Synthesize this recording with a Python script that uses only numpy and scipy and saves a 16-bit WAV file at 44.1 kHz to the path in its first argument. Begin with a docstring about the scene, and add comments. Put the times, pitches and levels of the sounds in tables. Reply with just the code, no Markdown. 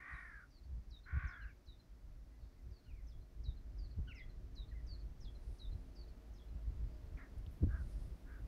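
"""Birds over a quiet horse meadow

A crow gives two long rattling caws and later two short far ones: a pulsed source filtered by its throat.
A sparrow repeats three kinds of falling, nearly pure chirp, jackdaws yelp, once with a rough tail, and
small birds twitter far off; ground and foliage scatter each call. Light wind and handling bump the
microphone and dry stems snap, over a distant engine's drone and the noise of grass, leaves and open air."""
import sys
import numpy as np
from scipy import signal
from scipy.fft import rfft, irfft, next_fast_len
from scipy.io import wavfile
from scipy.ndimage import uniform_filter1d, map_coordinates

SR = 44100
rng = np.random.default_rng(int(sys.argv[2]) if len(sys.argv) > 2 else 0)


def store_wav(level_fs):
    """Save 16-bit WAV to argv[1]."""
    pcm = np.round(np.clip(np.atleast_2d(level_fs), -1, 1) * 32767)
    wavfile.write(sys.argv[1], SR, pcm.T.astype(np.int16))


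N = 373527
T = np.arange(N) / SR


# Response of the throat and beak in a rattling call: frequency_hz, gain_db
RATTLE_TRACT = [(350, -41), (720, -13.5), (900, -13), (1100, -0.5), (1350, 3), (1900, 0.5), (2230, 2.5),
                (2370, -9), (2750, -25.5), (3300, -20), (6000, -54), (9000, -58)]
# Four crow caws and, at 7.17 s, the rough tail of a jackdaw's yelp; one formant moves as the beak closes:
# start_s, length_s, top_pitch_hz, level_db, crest_fraction, open_formant_hz, closed_formant_hz,
# formant_db, tilt_db_per_octave
RATTLING_CALLS = [(-.045, .515, 387.4, -54.5, .3, 1925, 1345, 4, -1),
                  (1.052, .477, 383, -53.5, 0.32, 1549, 1617, 5, 0),
                  (7.166, 0.1246, 345.9, -62, .25, 1920, 1540, 1.5, -3),
                  (7.677, 0.17, 329, -59.5, .47, 1622, 1410, 13.5, -16.5),
                  (8.253, 0.181, 324.5, -63.5, 0.46, 1588, 1460, 8.5, -8)]

def rattling_calls(rattle_hz=54.206, sweep=.1735, throb_db=2, rasp=.42):
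    """Source and filter: the syrinx buzzes in rapid, uneven bursts, and the throat shapes the harmonics."""
    out = np.zeros(N)
    for start, length, top_hz, level_db, crest, open_hz, closed_hz, formant_db, tilt_db in RATTLING_CALLS:
        t, progress = span(start, length)
        # Effort slackens on both sides of the crest: pitch and level drop, and the throat rings more.
        slack = np.abs((progress - crest) / (1 - crest)) ** 1.4
        pitch_hz = top_hz * (1 - .26 * slack)
        # Within each burst the pitch slides up and the level swells.
        burst = np.cumsum(rattle_hz * (1 + .1808 * drift(49.23, t))) / SR % 1
        phase = phase_of(pitch_hz * (1 + sweep * (burst - .5) + .01996 * drift(500, t)))
        throb = from_db(-throb_db * np.cos(2 * np.pi * burst))
        tract = [(hz, db + tilt_db * np.log2(hz / open_hz)) for hz, db in RATTLE_TRACT]
        buzz = sum(gain_at(tract, k * pitch_hz) * np.sin(k * phase + rng.uniform(0, 2 * np.pi))
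                   for k in range(1, 20))
        breath = noise(tract, len(t)) * (1 + .604 * np.cos(phase))
        voice = (rms_one(buzz) + rasp * breath) * throb
        formant_hz = open_hz + (closed_hz - open_hz) * progress ** 3.03
        voice += from_db(formant_db + 22 * slack) * resonance(voice, formant_hz, half_width_hz=112.2)
        voice /= np.sqrt(uniform_filter1d(voice ** 2, size=1800))  # hold the short-term rms at 1
        gain = from_db(level_db - 9.5 * slack + 1.1 * drift(19.56, t))
        add(out, t, voice * gain * envelope(progress, rise=.0268 / length, fall=.0486 / length))
    return scatter(out, wet_db=-7.5, t60_s=.099)


# Notes of three syllables, each ending in a soft afternote:
# delay_s, length_s, entry_hz, held_hz, exit_hz, relative_db, swell_db
CHEEP_NOTES = [(0, .088, 6930, 3873, 3402, -2.12, 13.5), (.127, 0.03, 4612, 4025, 3924, -14.5, 13)]
CHIRP_NOTES = [(0, .095, 6700, 4608, 3697, -9.5, 9.7), (.127, .024, 5150, 4245, 3945, -17, 8.6)]
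CHILP_NOTES = [(0, 0.044, 7010, 5206, 4604, -5.5, 2.42), (.042, 0.0606, 4818, 3354, 3346, -6.5, 0.93),
               (.146, 0.019, 4200, 4080, 3920, -9, 6.5)]
# When each syllable is sung: start_s, level_db
CHEEP_ONSETS = [(.115, -76.5), (0.903, -64), (1.658, -65.5), (3.435, -64), (4.552, -61), (5.583, -60.5)]
CHIRP_ONSETS = [(0.502, -66.5), (2.707, -68.5), (3.776, -59.5), (4.865, -56.5), (5.951, -61.5)]
CHILP_ONSETS = [(1.269, -71), (3.065, -74.5), (4.147, -69.5), (5.203, -66.5), (6.336, -74)]

def sparrow():
    """Multiple scattering: near foliage smears three syllables, and far trees return them faintly."""
    syllables = [(CHEEP_NOTES, CHEEP_ONSETS), (CHIRP_NOTES, CHIRP_ONSETS), (CHILP_NOTES, CHILP_ONSETS)]
    song = sum(whistles(notes, onsets, waver=.0152, flutter_db=3) for notes, onsets in syllables)
    smeared = scatter(song, wet_db=-2.5, t60_s=.161, count=1500)
    return scatter(smeared, wet_db=-20, t60_s=.35)


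def whistles(notes, onsets, waver, flutter_db, swoop_s=.007):
    """Frequency modulation: a pure tone swoops to its held pitch, swells, then droops ever faster."""
    out = np.zeros(N)
    for start, level_db in onsets:
        for delay, length, entry_hz, held_hz, exit_hz, note_db, swell_db in notes:
            t, progress = span(start + delay, length)
            swoop_hz = (entry_hz - held_hz) * np.exp(-(t - t[0]) / swoop_s)
            droop_hz = (exit_hz - held_hz) * progress ** 4.2
            pitch_hz = (held_hz + swoop_hz + droop_hz) * (1 + waver * drift(350, t))
            tone = np.sqrt(2) * np.sin(phase_of(pitch_hz))
            arch_db = -swell_db * (2 * progress - 1) ** 2
            gain = from_db(level_db + note_db + arch_db + flutter_db * drift(140.5, t))
            add(out, t, tone * gain * envelope(progress, rise=.02433, fall=.1443))
    return out


# Response of the jackdaw's throat: frequency_hz, gain_db
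JACKDAW_TRACT = [(750, -18), (1150, -37), (1500, -7), (2050, 3), (3000, -8.5), (3500, -27.5), (4600, -15),
                 (6500, -25.5)]
# Yelps: start_s, length_s, first_pitch_hz, last_pitch_hz, source_db, bend_exponent (over 1 falls late)
JACKDAW_YELPS = [(1.405, .05, 1500, 1180, -67.5, 2.24), (1.468, 0.063, 1490, 1040, -71.5, .9),
                 (2.3, .11, 1020, 980, -88, 1.2), (2.54, .12, 1029, 1010, -91, 0.98),
                 (2.85, .085, 1537, 1050, -73.5, 1.46), (2.925, .095, 1436, 1000, -78.5, 0.55),
                 (4.071, 0.0646, 1508, 900, -55.5, 2.9), (4.138, .06, 1508, 1110, -63, 1.13),
                 (4.143, .06, 1180, 990, -69, 0.412), (4.188, 0.0425, 1084, 980, -61.5, .7),
                 (4.711, .03, 1063, 750, -70, 1), (4.74, .08, 1110, 955, -75.5, .5),
                 (7.17, .03, 1241, 690, -66.5, 1.4)]

def jackdaws(waver=.031, upper_harmonics_db=-12):
    """Formant filtering: the throat favours the second harmonic of each short falling yelp."""
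    out = np.zeros(N)
    for start, length, first_hz, last_hz, source_db, bend in JACKDAW_YELPS:
        t, progress = span(start, length)
        pitch_hz = first_hz + (last_hz - first_hz) * progress ** bend
        phase = phase_of(pitch_hz * (1 + waver * drift(400, t)))
        voice = sum(gain_at(JACKDAW_TRACT, k * pitch_hz) * from_db(db) * np.sin(k * phase)
                    for k, db in [(1, 0), (2, 0), (3, upper_harmonics_db), (4, upper_harmonics_db)])
        add(out, t, np.sqrt(2) * voice * from_db(source_db) * envelope(progress, rise=.186, fall=.252))
    return scatter(out, wet_db=-8.5, t60_s=.298)


# Runs of notes from far small birds: start_s, end_s, pitch_hz, direct_level_db
TWITTER_RUNS = [(2.349, 2.46, 4250, -95), (6.7, 6.95, 4420, -101)]

def far_birds(notes_per_s=30, note_s=.022, glide=.12):
    """Reverberant field: tiny falling notes arrive mostly as echoes, stronger than the direct sound."""
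    out = np.zeros(N)
    for start, end, centre_hz, level_db in TWITTER_RUNS:
        for beat in np.arange(start, end, 1 / notes_per_s):
            hz = centre_hz * rng.normal(1, .08)
            note = (0, note_s, hz * (1 + glide), hz, hz * (1 - glide), 0, 6)
            onset = (beat + rng.uniform(0, .018), level_db)
            out += whistles([note], [onset], waver=.017, flutter_db=5)
    return scatter(out, wet_db=10.5, t60_s=.28)


# Gusts that rock the microphone: time_s, peak_db, swell_s
WIND_GUSTS = [(0.149, -43.5, .016), (.745, -40.5, 0.0446), (1.144, -33, 0.011), (1.173, -30, 0.012),
              (1.257, -35.5, .015), (2.67, -45, .025), (3.487, -35, .017), (4.018, -37, .024),
              (6.56, -40, .014), (6.82, -41.5, .045), (7.15, -41, .015), (7.475, -40.5, .012),
              (7.75, -33, 0.0098), (7.82, -35, .027), (7.965, -38.5, .02)]
# Handling knocks: time_s, peak_db, tilt_db_per_octave
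HANDLING_KNOCKS = [(3.992, -34.5, -5.5), (7.638, -25, -0.5), (7.673, -34.5, -2.5)]
# Modes of the microphone housing: frequency_hz, relative_db, swell_s
HOUSING_MODES = [(97.53, 0, .012), (187.5, -6, .005), (289.67, -8, .006)]

def microphone_bumps(rock_hz=57.4, sag=.1294, turbulence_db=-16):
    """Transient excitation: gusts rock the microphone and knocks drive the modes of its housing."""
    nudges = [(time, peak_db, rock_hz, swell) for time, peak_db, swell in WIND_GUSTS]
    for time, peak_db, tilt_db in HANDLING_KNOCKS:
        for hz, mode_db, swell in HOUSING_MODES:
            octaves = np.log2(hz / HOUSING_MODES[0][0])
            nudges.append((time, peak_db + mode_db + tilt_db * octaves, hz, swell))
    return rocking(nudges, sag, turbulence_db)


# Spectrum of a puff of turbulence: frequency_hz, relative_db
PUFF_SPECTRUM = [(30, 6.5), (70, -16), (130, 7.5), (180, -4.5), (260, -18), (400, -23.5), (800, -32.5)]

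def rocking(nudges, sag, turbulence_db):
    """Damped oscillation: a few low cycles swell, then slow as they fade, inside a puff of turbulence."""
    out = np.zeros(N)
    for time, peak_db, hz, swell in nudges:
        t, progress = span(time - 4 * swell, 10 * swell)
        age = (t - time) / swell
        phase = phase_of(hz * (1 - sag * np.tanh(age) + .2336 * drift(2 * hz, t)))
        sway = np.sin(phase + rng.uniform(0, 2 * np.pi))
        puff = from_db(turbulence_db) * noise(PUFF_SPECTRUM, len(t))
        pulse = envelope(progress, rise=.1, fall=.1) / np.cosh(1.202 * age)
        add(out, t, from_db(peak_db) * (sway + puff) * pulse)
    return out


# Dry stems snapping: start_s, level_db, pitch_hz, decay_s
STEM_SNAPS = [(1.193, -81, 6000, 0.00096), (1.252, -69, 3700, 0.0032), (7.383, -71.5, 10300, 0.0037),
              (7.464, -64.5, 3220, 0.0043), (7.509, -80, 11500, 0.082)]

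def dry_stems(half_width=.041):
    """Exponential decay: each snap is a tiny burst of noise in a band around one pitch."""
    out = np.zeros(N)
    for start, level_db, hz, decay in STEM_SNAPS:
        t, _ = span(start, 10 * decay)
        band = [(hz / 2, -24), (hz * (1 - half_width), 0), (hz * (1 + half_width), 0), (hz * 2, -24)]
        add(out, t, from_db(level_db) * noise(band, len(t)) * np.exp(-(t - t[0]) / decay))
    return out


# Course of the distant engine: time_s, firing_rate_hz, level_db
ENGINE_COURSE = [(0, 90.67, -88), (2.5, 88.23, -77), (4.3, 88.31, -70.5), (5.4, 88.67, -72.5),
                 (6.1, 87.83, -67), (6.6, 88.66, -70.5), (7.1, 87.52, -66.5), (7.4, 86.58, -71.5),
                 (8.47, 87.5, -70.5)]
# Its harmonics: multiple, relative_db
ENGINE_HARMONICS = [(2, -4.5), (3, -3.5), (4, -5), (5, -10), (6, -22), (7, -14)]

def engine(wobble=.01445, fading_db=4):
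    """Harmonic series: low multiples of the firing rate each fade in and out on the breeze."""
    firing_hz, level_db = in_time(ENGINE_COURSE)
    phase = phase_of(firing_hz * (1 + wobble * drift(16)))
    return sum(np.sin(k * phase) * from_db(level_db + db + fading_db * drift(14))
               for k, db in ENGINE_HARMONICS)


# Strength of the breeze at the microphone: time_s, relative_db
BREEZE_COURSE = [(0.0, -63.5), (1.51, -62.5), (1.91, -65.5), (2.12, -59), (2.57, -65.5), (3.39, -54),
                 (4.79, -57), (5.28, -54.5), (6.27, -58.5), (6.82, -53), (7.19, -59), (7.81, -50),
                 (8.19, -57), (8.47, -54.5)]
# Spectrum of its rumble: frequency_hz, relative_db
RUMBLE_SPECTRUM = [(15, -14.5), (28, -3.5), (42, -4.5), (53, 4.5), (66, -7.5), (85, -11.5), (115, -15.5),
                   (150, -22.5), (220, -32.5)]

def wind(limit_db=-52, gain_db=5.5, lumps_db=3.91):
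    """Turbulent pressure: the breeze on the microphone makes a low, lumpy rumble."""
    breeze_db, = in_time(BREEZE_COURSE)
    return noise(RUMBLE_SPECTRUM) * from_db(np.minimum(breeze_db, limit_db) + gain_db + lumps_db * drift(16))


# Swishes of grass: time_s, peak_db, swell_s
GRASS_SWISHES = [(.17, -85.5, 0.2), (5.52, -81.5, 0.096), (5.85, -89.5, 0.059), (7.96, -77.5, 0.115)]
# Their spectrum: frequency_hz, relative_db
GRASS_SPECTRUM = [(5000, -9.5), (7500, -20.5), (8700, -11.5), (10500, -12), (12000, -20), (15000, -55.5)]

def grass(flicker_db=1.5):
    """Amplitude modulation: high, flickering noise swells and fades with each swish."""
    swishes = sum(from_db(db) / np.cosh((T - time) / swell) for time, db, swell in GRASS_SWISHES)
    return noise(GRASS_SPECTRUM) * from_db(flicker_db * drift(25)) * swishes


# Course of the open air: time_s, murmur_relative_db, hiss_relative_db
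AIR_COURSE = [(0.0, -78.5, -97.5), (0.42, -79.5, -94), (3.21, -79, -91.5), (3.63, -76.5, -93),
              (8.0, -71, -89), (8.47, -72.5, -87)]
# Spectra of its murmur, far leaves and hiss: frequency_hz, relative_db
MURMUR_SPECTRUM = [(90, -18.5), (180, 0.5), (290, 0), (420, -8), (640, -8), (900, -15.5), (1800, -20),
                   (2600, -24), (5000, -28.5)]
LEAF_SPECTRUM = [(900, 4), (2000, 2.5), (3000, -6.5), (4500, -1), (5900, -2), (7500, -10.5), (11000, -27)]
HISS_SPECTRUM = [(3000, -16), (7000, -2), (10000, 0.5), (13000, 1.5), (15700, -0.5)]

def open_air(murmur_gain_db=5.5, leaves_db=-82, hiss_gain_db=4):
    """Incoherent addition: a low murmur, far leaves and hiss sum to a nearly steady noise floor."""
    murmur_db, hiss_db = in_time(AIR_COURSE)
    murmur = noise(MURMUR_SPECTRUM) * from_db(murmur_db + murmur_gain_db + .38 * drift(12))
    leaves = noise(LEAF_SPECTRUM) * from_db(leaves_db + .2 * drift(3.644))
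    hiss = noise(HISS_SPECTRUM) * from_db(hiss_db + hiss_gain_db + .21 * drift(21))
    return murmur + leaves + hiss


def scatter(x, wet_db, t60_s, count=300):
    """Convolution: many weak reflections from ground, hedges and leaves follow the direct sound."""
    delay_s = rng.uniform(.003, .35, count)
    echoes = np.zeros(SR)
    echoes[(delay_s * SR).astype(int)] = rng.standard_normal(count) * from_db(-60 * delay_s / t60_s)
    return x + from_db(wet_db) * signal.fftconvolve(x, echoes / np.linalg.norm(echoes))[:N]


def resonance(x, centre_hz, half_width_hz):
    """Heterodyne band-pass: shift the moving centre to zero, smooth, shift back."""
    carrier = np.exp(1j * phase_of(centre_hz))
    low_pass = signal.butter(1, half_width_hz, fs=SR, output="sos")
    return 2 * np.real(signal.sosfiltfilt(low_pass, x / carrier, padtype=None) * carrier)


def noise(spectrum, size=N):
    """Spectral shaping: noise of rms 1 that falls 12 dB an octave beyond the spectrum's ends."""
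    padded = next_fast_len(size)
    hz = np.arange(padded // 2 + 1) * SR / padded
    skirts = np.minimum(1, hz / spectrum[0][0]) ** 2 / np.maximum(1, hz / spectrum[-1][0]) ** 2
    white = rfft(rng.standard_normal(padded))
    return rms_one(irfft(white * gain_at(spectrum, hz) * skirts, padded))[:size]


def gain_at(spectrum, hz):
    """Frequency response, interpolated on a logarithmic axis."""
    points_hz, db = np.transpose(spectrum)
    return from_db(np.interp(np.log(hz + 1e-9), np.log(points_hz), db))


def drift(rate_hz, t=T):
    """Random modulation: a smooth curve through rate_hz chance values a second, spread near 1."""
    steps = (t - t[0]) * rate_hz
    return map_coordinates(rng.standard_normal(int(steps[-1]) + 3), [steps], order=2, mode="mirror")


def phase_of(hz):
    """Phase in radians, the time integral of frequency."""
    return 2 * np.pi * np.cumsum(hz) / SR


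def from_db(db):
    """Amplitude ratio of a level in decibels."""
    return 10 ** (np.asarray(db) / 20)


def rms_one(x):
    """Normalisation to unit power."""
    return x / np.sqrt(np.mean(x ** 2) + 1e-20)


def in_time(rows):
    """Linear interpolation of a table's columns at every sample."""
    times, *columns = np.transpose(rows)
    return [np.interp(T, times, column) for column in columns]


def span(start, length):
    """Sample times of one sound and its progress from 0 to 1."""
    t = np.arange(max(0, int(start * SR)), min(N, int((start + length) * SR))) / SR
    return t, np.clip((t - start) / length, 0, 1)


def envelope(progress, rise, fall):
    """Trapezoidal envelope; rise and fall are fractions of the sound's length."""
    return np.clip(np.minimum(progress / rise, (1 - progress) / fall), 0, 1)


def add(out, t, sound):
    """Superposition of a sound at its time."""
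    start = round(t[0] * SR)
    out[start:start + len(sound)] += sound


def scene():
    """Superposition: the birds and their background sum at one microphone."""
    birds = rattling_calls() + sparrow() + jackdaws() + far_birds()
    return (birds + microphone_bumps() + dry_stems() + engine() + wind() + grass() + open_air())[None]


def record(dry, fade_in_s=.004, cutoff_hz=15740):
    """Band limiting: the sound eases in and a steep low-pass cuts the top."""
    eased = dry * np.minimum(1, T / fade_in_s)
    return signal.fftconvolve(eased, signal.firwin(511, cutoff_hz, fs=SR)[None], mode="same")


dry = scene()
out = record(dry)
store_wav(out)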